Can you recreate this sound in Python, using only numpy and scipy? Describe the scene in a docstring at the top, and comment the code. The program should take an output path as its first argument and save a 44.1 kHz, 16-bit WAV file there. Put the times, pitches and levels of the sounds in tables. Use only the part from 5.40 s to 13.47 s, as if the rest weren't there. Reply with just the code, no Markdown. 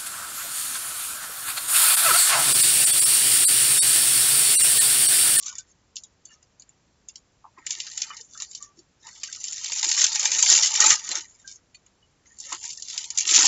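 """Bright foil crackle and sharp snaps come in bouts as fingers lay out, pinch and tear stiff foil paper.
Clumped clicks ring foil facets and bending modes of the sheet; shaped noise bursts make the creases
that snap, the dull pats and flaps of a sheet handled on a cutting mat, and narrow ringing notes.
The sound is close and narrow-band: a suppressor cuts the weak bands, a soft hiss stays underneath,
and a limiter holds down the loudest creases."""
import sys
import numpy as np
from scipy import signal
from scipy.fft import rfft, irfft, next_fast_len
from scipy.io import wavfile
from scipy.ndimage import uniform_filter1d, minimum_filter1d

SR = 44100
rng = np.random.default_rng(int(sys.argv[2]) if len(sys.argv) > 2 else 0)


def int16_out(signal):
    """Quantize to a 16-bit WAV file."""
    q = np.round(np.clip(np.atleast_2d(signal).T, -1, 1) * 32767)
    wavfile.write(sys.argv[1], SR, q.astype(np.int16))


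N = 355887

# Strong creases that buckle. Each row: start in seconds, peak of the bright crack in dB,
# pitch of its facet in Hz, peak of its low part against the crack in dB.
CREASES = [(0.0255, -24.5, 7000, -43), (0.0578, -20, 7100, -46), (0.153, -26, 6900, -29),
           (0.1827, -17.5, 6900, -44), (0.557, -25, 6800, -32), (0.5658, -19, 3340, -38),
           (0.6355, -27, 6450, -35), (0.8535, -29.5, 7240, -32), (0.9075, -49, 3000, -1.5),
           (1.0274, -37, 6830, -15), (1.1972, -33.5, 6800, -30), (1.221, -34, 4600, -29),
           (1.292, -37.5, 7240, -17), (1.686, -24, 7540, -27), (1.7565, -26.5, 5530, -23),
           (2.265, -14.5, 7500, -17.5), (2.3059, -12, 6000, -26.5), (2.4014, -14.5, 3580, -23),
           (2.467, -23.5, 4500, -26), (2.5748, -13.5, 6850, -23), (2.6179, -10.5, 6100, -24),
           (2.7675, -24, 5000, -47), (2.8103, -26, 5000, -46), (2.9754, -24, 7100, -44),
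           (3.001, -19.5, 4730, -28), (3.0206, -14.5, 7000, -28), (3.113, -27.5, 7240, -21),
           (3.149, -17.5, 4970, -35), (3.2255, -22, 7100, -31), (3.39, -35.5, 4800, -24),
           (3.668, -27.5, 7200, -20), (3.833, -15, 7300, -19), (3.9263, -16.5, 7250, -29),
           (3.9613, -28, 5800, -32), (4.0408, -15.5, 7000, -24.5), (4.082, -16.5, 5550, -37),
           (4.1301, -17.5, 6850, -26), (4.2431, -16, 6500, -21.5), (4.263, -17.5, 5900, -30),
           (4.3195, -15, 5300, -16.5), (4.4284, -8.5, 4600, -16), (4.4426, -8, 7260, -17.5),
           (4.514, -8.5, 6300, -15.5), (4.576, -13, 6900, -9), (4.6148, -2.5, 6040, -20.5),
           (4.6402, -0.5, 6800, -25), (4.718, -16, 6000, -20), (4.7563, -10, 6800, -16),
           (4.7945, -8, 6700, -21.5), (4.8285, -11, 5700, -20), (4.854, -3, 6040, -16.5),
           (4.917, -5.5, 6200, -21), (4.9364, -13, 6600, -27), (4.948, -8.5, 3300, -30),
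           (4.989, -9, 6700, -20), (5.025, 1, 7000, -26.5), (5.0612, -11, 5100, -9),
           (5.0985, 0, 6800, -30.5), (5.1146, -3.5, 6000, -28), (5.1745, -7, 5950, -14),
           (5.2317, -3, 4800, -26), (5.2567, -10.5, 6300, -38), (5.3389, -8.5, 7000, -30),
           (5.3586, -7, 6760, -22), (5.4025, 1.5, 6950, -28), (5.4403, -5, 7180, -36),
           (5.4614, 5, 7000, -35), (5.5031, 5, 6100, -18.5), (5.6458, -23, 6800, -30),
           (5.6894, -14, 6900, -26), (5.7142, -10.5, 7300, -17), (5.7533, -12, 6650, -45),
           (5.7728, -17.5, 6000, -31), (5.8067, -25.5, 5360, -24), (6.076, -25, 5200, -36),
           (6.114, -30, 5600, -34), (6.346, -33.5, 4300, -10.5), (6.4633, -39, 7300, -10),
           (6.9874, -29.5, 7300, -37), (7.0012, -19, 7200, -43), (7.111, -25, 7000, -20),
           (7.1255, -15.5, 7100, -17), (7.1476, -18, 7000, -21), (7.239, -23.5, 5700, -17),
           (7.2918, -23, 6700, -36), (7.3035, -19, 5160, -32), (7.3733, -24.5, 5130, -45),
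           (7.3985, -29, 7000, -34), (7.4225, -19, 4500, -63), (7.484, -24, 5130, -34),
           (7.4998, -21, 6840, -23), (7.577, -9.5, 4970, -27), (7.6414, -20.5, 4200, -22),
           (7.703, -15.5, 6400, -29), (7.774, -6.5, 6600, -32), (7.784, -4.5, 6700, -27),
           (7.8072, -11.5, 6600, -23.5), (7.852, -15.5, 2940, -18), (7.8888, -9, 3200, -19),
           (7.92, -10, 7000, -27), (7.9448, -5, 6100, -19), (7.9588, 0.5, 5470, -29),
           (7.989, -3.5, 5760, -18), (8.016, -15, 6700, -20), (8.0545, -3, 5500, -29)]
# Colour of the foil. Each row: frequency in Hz, relative level in dB per Hz.
FOIL_COLOUR = [(1200, -40), (2300, -13.5), (3600, -11.5), (5500, -8), (7200, -2.5), (7800, -9.5)]
# A crease with more low part also reaches further into the large facets (dB per dB).
DEPTH_FOLLOWS = 0.37


def gain_of(db):
    """Decibels to gain."""
    return 10 ** (np.asarray(db) / 20)


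def evened(x):
    """Scales to rms 1."""
    return x / np.sqrt(np.mean(x ** 2) + 1e-20)


def colour_gain(points, hz):
    """Reads a colour table on a log-frequency axis, as gain."""
    f, level_db = np.transpose(points)
    return gain_of(np.interp(np.log(hz + 1), np.log(f + 1), level_db))


def add(mix, s, sound):
    """Mixes a sound in at s seconds."""
    part = mix[round(s * SR):][:len(sound)]
    part += sound[:len(part)]


def bump(hz, centre_hz, width_hz):
    """Gain of a resonance over frequency, 3 dB down at the edges of its width."""
    return 1 / np.sqrt(1 + (2 * (hz - centre_hz) / width_hz) ** 2)


def coloured(x, gain):
    """Shapes the spectrum of x by gain(hz)."""
    size = next_fast_len(len(x))
    return irfft(rfft(x, size) * gain(np.fft.rfftfreq(size, 1 / SR)), size)[:len(x)]


def burst(noise, gain, db, t60, rise):
    """Coloured noise that swells quickly and dies away, with the given peak."""
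    t = np.arange(len(noise)) / SR
    swell = 1 - np.exp(-(t / rise) ** 2)
    x = coloured(noise, gain) * swell * gain_of(-60 * t / t60)
    return gain_of(db) * x / abs(x).max()


def drift(s):
    """Slow chance that holds for about s seconds, at rms 1."""
    return evened(uniform_filter1d(rng.standard_normal(N), max(int(s * SR), 1)))


def smoothed(z, frames):
    """Averages a spectrogram over 3 bands and the given number of frames."""
    return uniform_filter1d(uniform_filter1d(z, size=3, axis=0), size=frames, axis=1)


def handling():
    """Level of the steady crackle, silent between bouts, and the share of the sheet's rattle in dB."""
    # One list per bout. Each row: time in seconds, steady crackle level in dB,
    # share of the held sheet's low rattle in dB.
    bouts = [
        [(0.0, -49, -17), (0.1, -31.5, -26.5), (0.17, -57, -6.5), (0.23, -66.5, 1), (0.32, -51, -22)],
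        [(0.86, -57, -28), (0.92, -49.5, -14), (1.0, -70, -12)],
        [(2.16, -67, 4), (2.185, -52.5, -0.5), (2.25, -62.5, 4), (2.3, -38.5, -17.5), (2.52, -40, -22),
         (2.64, -40, -15), (2.74, -48.5, -5), (2.8, -43.5, -14), (2.87, -55.5, -32), (2.94, -46, -27),
         (3.02, -54, 6), (3.1, -50, -34), (3.25, -50, -6.5), (3.33, -68, -23), (3.38, -55.5, -27),
         (3.45, -61, -20)],
        [(3.6, -56, -24), (3.65, -51, -1), (3.68, -46.5, -10), (3.87, -43, -19.5), (4.12, -37.5, -20.5),
         (4.3, -30.5, -22), (4.5, -23, -24.5), (4.63, -20.5, -19), (4.72, -27.5, -20), (4.9, -23, -17.5),
         (5.0, -21.5, -22), (5.12, -15.5, -23), (5.27, -18, -21.5), (5.3, -29, -16.5), (5.39, -28, -10.5),
         (5.42, -15, -11), (5.53, -18, -19.5), (5.6, -39, -16.5), (5.77, -32.5, -8.5), (5.87, -53, -11.5),
         (6.05, -57, -9.5), (6.12, -41, -28), (6.2, -61.5, -6.5)],
        [(6.85, -55, -6), (6.93, -50, -17), (6.98, -55, -15.5), (7.03, -38.5, -20.5), (7.14, -38, -11),
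         (7.2, -46, -16), (7.25, -32, -26), (7.34, -41, -25), (7.4, -52.5, -23), (7.5, -33.5, -28.5),
         (7.56, -37, -14.5), (7.69, -43, -20.5), (7.76, -40.5, -18.5), (7.86, -32, -24), (7.92, -14.5, -20),
         (8.03, -17, -14.5), (8.07, -12.5, -19)],
    ]
    s, level_db, low_db = np.transpose([row for bout in bouts for row in bout])
    t = np.arange(N) / SR
    active = sum((t > bout[0][0]) * (t < bout[-1][0]) for bout in bouts)
    fade = uniform_filter1d(active * 1., 800)  # softens the ends of each bout
    return gain_of(np.interp(t, s, level_db)) * fade, np.interp(t, s, low_db)


def settling():
    """Level of the crackle each snap leaves behind as its crease settles, in small and large facets."""
    settle_db, settle_t60, rise_s = -15, 0.13, .004  # dB against the snap's peak, s, s
    small, large, t = np.zeros(N), np.zeros(N), np.arange(0, .3, 1 / SR)
    for s, db, _, low_db in CREASES:
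        power = gain_of(db + settle_db - 60 * t / settle_t60) ** 2 * (1 - np.exp(-t / rise_s))
        add(small, s, power)
        add(large, s, power * gain_of(DEPTH_FOLLOWS * low_db) ** 2)
    return np.sqrt(small), np.sqrt(large)


def fibres(per_s, clumps_db):
    """Parting fibres: sparse clicks of uneven size that come in clumps of loudness."""
    spread_db = 2.5
    hit, size, sign = rng.random((3, N))
    size_db = -spread_db * np.log(size + .01) + clumps_db
    return gain_of(size_db) * (hit < per_s / SR) * np.sign(sign - .5)


def facets():
    """Parting fibres ring foil facets for a few cycles each; returns small and large facets apart."""
    fibres_per_s = 6800  # shared by ten facet pitches
    tau = np.arange(256) / SR
    small, large, clumps_db = np.zeros(N), np.zeros(N), 3.3 * drift(0.0021)
    for hz in np.geomspace(2300, 7600, 10):
        ring = np.sin(2 * np.pi * hz * tau) * np.exp(-tau * hz)
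        clicks = fibres(fibres_per_s / 10, clumps_db + 2.3 * drift(0.019))
        ringing = np.sqrt(hz) * signal.oaconvolve(clicks, evened(ring))[:N]
        add(small if hz > 4500 else large, 0, ringing)
    return [evened(coloured(x, lambda hz: colour_gain(FOIL_COLOUR, hz))) for x in (small, large)]


def sheet_rattle():
    """Clicks shake the bending modes of the held sheet, which come and go as the grip shifts."""
    # Each row: pitch in Hz, width in Hz, level in dB.
    modes = [(330, 40, -17.5), (560, 94, -13), (900, 120, -2.5), (1320, 370, -5), (1830, 200, -2.5),
             (2150, 170, -9)]
    tau, rattle = np.arange(2048) / SR, np.zeros(N)
    for f, width, db in modes:
        decay = np.exp(-np.pi * width * tau)
        ring = np.sin(2 * np.pi * f * tau) * decay * (1 - decay)
        ringing = evened(signal.oaconvolve(fibres(700, 3.5 * drift(0.022)), ring)[:N])
        rattle += gain_of(db) * np.sqrt(width) * ringing
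    return evened(coloured(rattle, lambda hz: 1 / (1 + (290 / (hz + 1)) ** 10)))  # steep low cut


def crackle():
    """Handling and settling creases ring facets of all sizes; slow bending favours large ones and rattle."""
    small_db, large_db = -2.5, -8.5  # facet shares; the large one is for a rattle share of 0 dB
    large_follows = 0.38  # large facets rise with the rattle (dB per dB)
    (steady, low_db), (after, after_large) = handling(), settling()
    small, large = facets()
    rattle = sheet_rattle()
    small_level = gain_of(small_db) * np.hypot(steady, after)
    steady_large = steady * gain_of(large_db + large_follows * low_db)
    large_level = np.hypot(steady_large, after_large)
    return small_level * small + steady * gain_of(low_db) * rattle + large_level * large


def pats():
    """Soft blows on paper over the mat are short dull notes; flaps and ringing notes are narrower."""
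    # Dull pats of sheet and fingertips. Each row: start in seconds, peak in dB, pitch in Hz.
    dull_blows = [(0.063, -46, 1160), (0.119, -45, 1080), (2.041, -35, 1004), (2.173, -41, 1040),
                  (2.467, -41, 1680), (2.7, -32, 1260), (2.946, -40.5, 1350), (3.666, -42.5, 1010),
                  (4.431, -32, 934), (5.084, -27.5, 1450), (5.119, -33, 833), (5.396, -24.5, 1370),
                  (5.432, -22, 1300), (5.507, -15.5, 1860), (5.688, -39.5, 1210), (5.716, -39.5, 880),
                  (7.119, -27, 1086), (7.893, -36, 1390), (7.978, -28, 923), (8.037, -24.5, 940)]
    # The whole sheet flaps in its lowest mode. Each row: start in seconds, peak in dB.
    sheet_flaps = [(2.18, -52), (2.27, -55), (2.368, -56.5), (3.375, -50), (4.457, -45), (5.114, -38.5),
                   (5.43, -47), (5.459, -35.5), (5.69, -48), (5.772, -46.5), (7.126, -48), (7.844, -50.5),
                   (7.916, -39), (7.974, -33), (8.033, -38)]
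    # Narrow ringing notes, low and high, some very short. Each row: start in seconds, peak in dB,
    # pitch in Hz, T60 in seconds (the note stops after 0.19 s at most).
    ringing_notes = [(.005, -54.5, 1130, 0.53), (.08, -45, 1453, 0.11), (.185, -53, 1520, 0.12),
                     (.634, -51.5, 3780, 0.093), (0.851, -56.5, 4510, .3), (.89, -54.5, 2840, 0.17),
                     (.91, -52, 1760, .12), (.925, -54, 1260, 0.16), (1.024, -57.5, 2830, .1),
                     (1.197, -58.5, 4550, 0.32), (2.172, -58, 1900, 0.13), (2.36, -50, 1816, 0.79),
                     (2.699, -45.5, 1770, 0.13), (2.702, -42, 2440, 0.094), (2.704, -44, 2950, .1),
                     (2.799, -54, 458, 0.14), (3.2, -50, 1161, 0.58), (3.885, -43, 1560, 0.1),
                     (4.498, -39.5, 894, 0.046), (4.755, -38, 856, 0.12), (5.5, -22, 1770, 0.052),
                     (5.5, -28.5, 1236, 0.12), (5.501, -30.5, 3850, 0.067), (5.499, -29.5, 2460, .1),
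                     (5.5, -25, 2800, .12), (5.5, -29, 3240, 0.059), (6.044, -47, 1590, .18),
                     (6.345, -48, 2445, 0.054), (6.345, -45, 4390, 0.042), (6.624, -55.5, 2937, 0.13),
                     (7.246, -54.5, 966, 0.27), (7.29, -53, 2170, .25), (7.382, -48.5, 1840, 0.048),
                     (7.535, -51, 936, 0.24), (7.66, -55, 930, 0.8), (7.739, -56, 940, 0.72),
                     (7.822, -56, 950, 0.46)]
    t60 = 0.11  # s, pats and flaps
    # Gathered rows: start in seconds, peak in dB, pitch in Hz, width in Hz (6 dB down), T60 in seconds.
    rows = [(s, db, hz, 0.28 * hz, t60) for s, db, hz in dull_blows]
    rows += [(s, db, 335, 60., t60) for s, db in sheet_flaps]
    rows += [(s, db, hz, 45, ring_t60) for s, db, hz, ring_t60 in ringing_notes]
    rows += [(5.519, -40.5, 124, 120., .05)]  # the hand jerks free and jolts the table
    out = np.zeros(N)
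    for (s, db, note_hz, width, dying_s), noise in zip(rows, rng.standard_normal((len(rows), 8192))):
        add(out, s, burst(noise, lambda hz: bump(hz, note_hz, width) ** 2, db, dying_s, 0.0037))
    return out


def snap(noise, db, facet_hz, low_db):
    """A buckling crease rings its own facet of foil on top of a broad crack, with a low part beneath."""
    t60, full_scale_rise_s = 0.025, 0.0015
    rise_follows = 0.32  # louder snaps swell in more slowly (dB per dB)

    def high(hz):
        broad = np.where(hz < 4200, gain_of(DEPTH_FOLLOWS * low_db), .4)
        return colour_gain(FOIL_COLOUR, hz) * (broad + bump(hz, facet_hz, 940)) * (hz > 2500)

    def low(hz):
        return bump(hz, 2054, 670) ** 2

    crack = burst(noise, high, db, t60, full_scale_rise_s * gain_of(rise_follows * db))
    return crack + burst(noise, low, db + low_db, 0.015, 0.0042)


def snaps():
    """The strong creases, and lesser ones that fall by chance while the sheet is handled."""
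    ticks_per_s = 110  # lesser creases, while handled
    tick_db, spread_db = 2, 5.5  # over the steady crackle: base level, random spread
    out, (steady, low_db) = np.zeros(N), handling()
    for (s, *row), noise in zip(CREASES, rng.standard_normal((len(CREASES), 1024))):
        add(out, s, snap(noise, *row))
    count = 1000  # candidates, thinned to the wanted rate
    chance, noises = rng.random((count, 4)), rng.standard_normal((count, 1024))
    for (when, used, size, pitch), noise in zip(chance, noises):
        at = int(when * N)
        if used < ticks_per_s * N / SR / count and steady[at] > 1e-4:
            db = 20 * np.log10(steady[at]) + tick_db - spread_db * np.log(size + 0.082)
            add(out, at / SR, snap(noise, db, 3500 + 3700 * pitch, low_db[at]))
    return out


def table(x):
    """Sheet, mat and near walls give a short dense tail of sparse taps."""
    t60 = 0.06  # s
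    taps = np.zeros(8000)
    at = np.arange(40, 7980, 20) + rng.integers(0, 20, 397)  # one tap in every 20 samples
    taps[at] = rng.choice([-1., 1.], len(at)) * gain_of(-60 * at / SR / t60)
    return signal.oaconvolve(x, taps / np.linalg.norm(taps))[:N]


def patchy(x):
    """Random narrow patches of the spectrum swell and fade."""
    z = signal.stft(x, nperseg=1024, noverlap=768)[2]
    patches = evened(smoothed(rng.standard_normal(z.shape), 9))
    shape = gain_of(4.5 * patches)
    shape /= np.sqrt(np.mean(shape ** 2))
    return signal.istft(z * shape, nperseg=1024, noverlap=768)[1][:N]


def scene():
    """Blows arrive directly; random narrow patches of the spectrum swell and fade in rustle and tail."""
    blows, rustle = snaps() + pats(), crackle()
    tail = gain_of(-9) * table(blows + rustle)
    return (blows + patchy(rustle + tail))[None]


def suppressed(x):
    """The suppressor shuts bands whose smoothed power stays under a threshold."""
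    z = signal.stft(x, nperseg=1024, noverlap=768)[2]
    band_db = 10 * np.log10(abs(smoothed(abs(z) ** 2, 7)) + 1e-20)
    opening = 1 / (1 + np.exp(np.clip((-74.5 - band_db) / 1.5, -30, 30)))  # threshold -74.5 dB
    opening = np.maximum(opening, gain_of(-11.5))  # shut bands still leak a little
    return signal.istft(z * opening, nperseg=1024, noverlap=768)[1][:N]


def soft_hiss(edge_hz):
    """Steady noise at rms 1, weighted to the lows and cut at the band edge."""
    # Each row: frequency in Hz, relative level in dB per Hz.
    hiss_colour = [(20, -16.5), (50, 0), (115, -1), (250, -7), (700, -13), (1200, -15), (3600, -21),
                   (7800, -17.5)]
    return evened(coloured(rng.standard_normal(N), lambda hz: colour_gain(hiss_colour, hz) * (hz < edge_hz)))


def record(dry):
    """Suppressor, then hiss, the narrow band limit and a limiter that ducks around peaks."""
    edge_hz, hiss_db, ceiling = 7700, -65.5, .9  # Hz, rms dB, full scale 1
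    kept = suppressed(dry[0])
    edge = signal.firwin(255, edge_hz, window=("kaiser", 7), fs=SR)
    x = signal.oaconvolve(kept + gain_of(hiss_db) * soft_hiss(edge_hz), edge, "same")
    room_left = minimum_filter1d(ceiling / np.maximum(abs(x), ceiling), size=161)
    limited = x * uniform_filter1d(room_left, size=81)
    return signal.oaconvolve(limited, edge, "same")[None]


dry = scene()
out = record(dry)
int16_out(out)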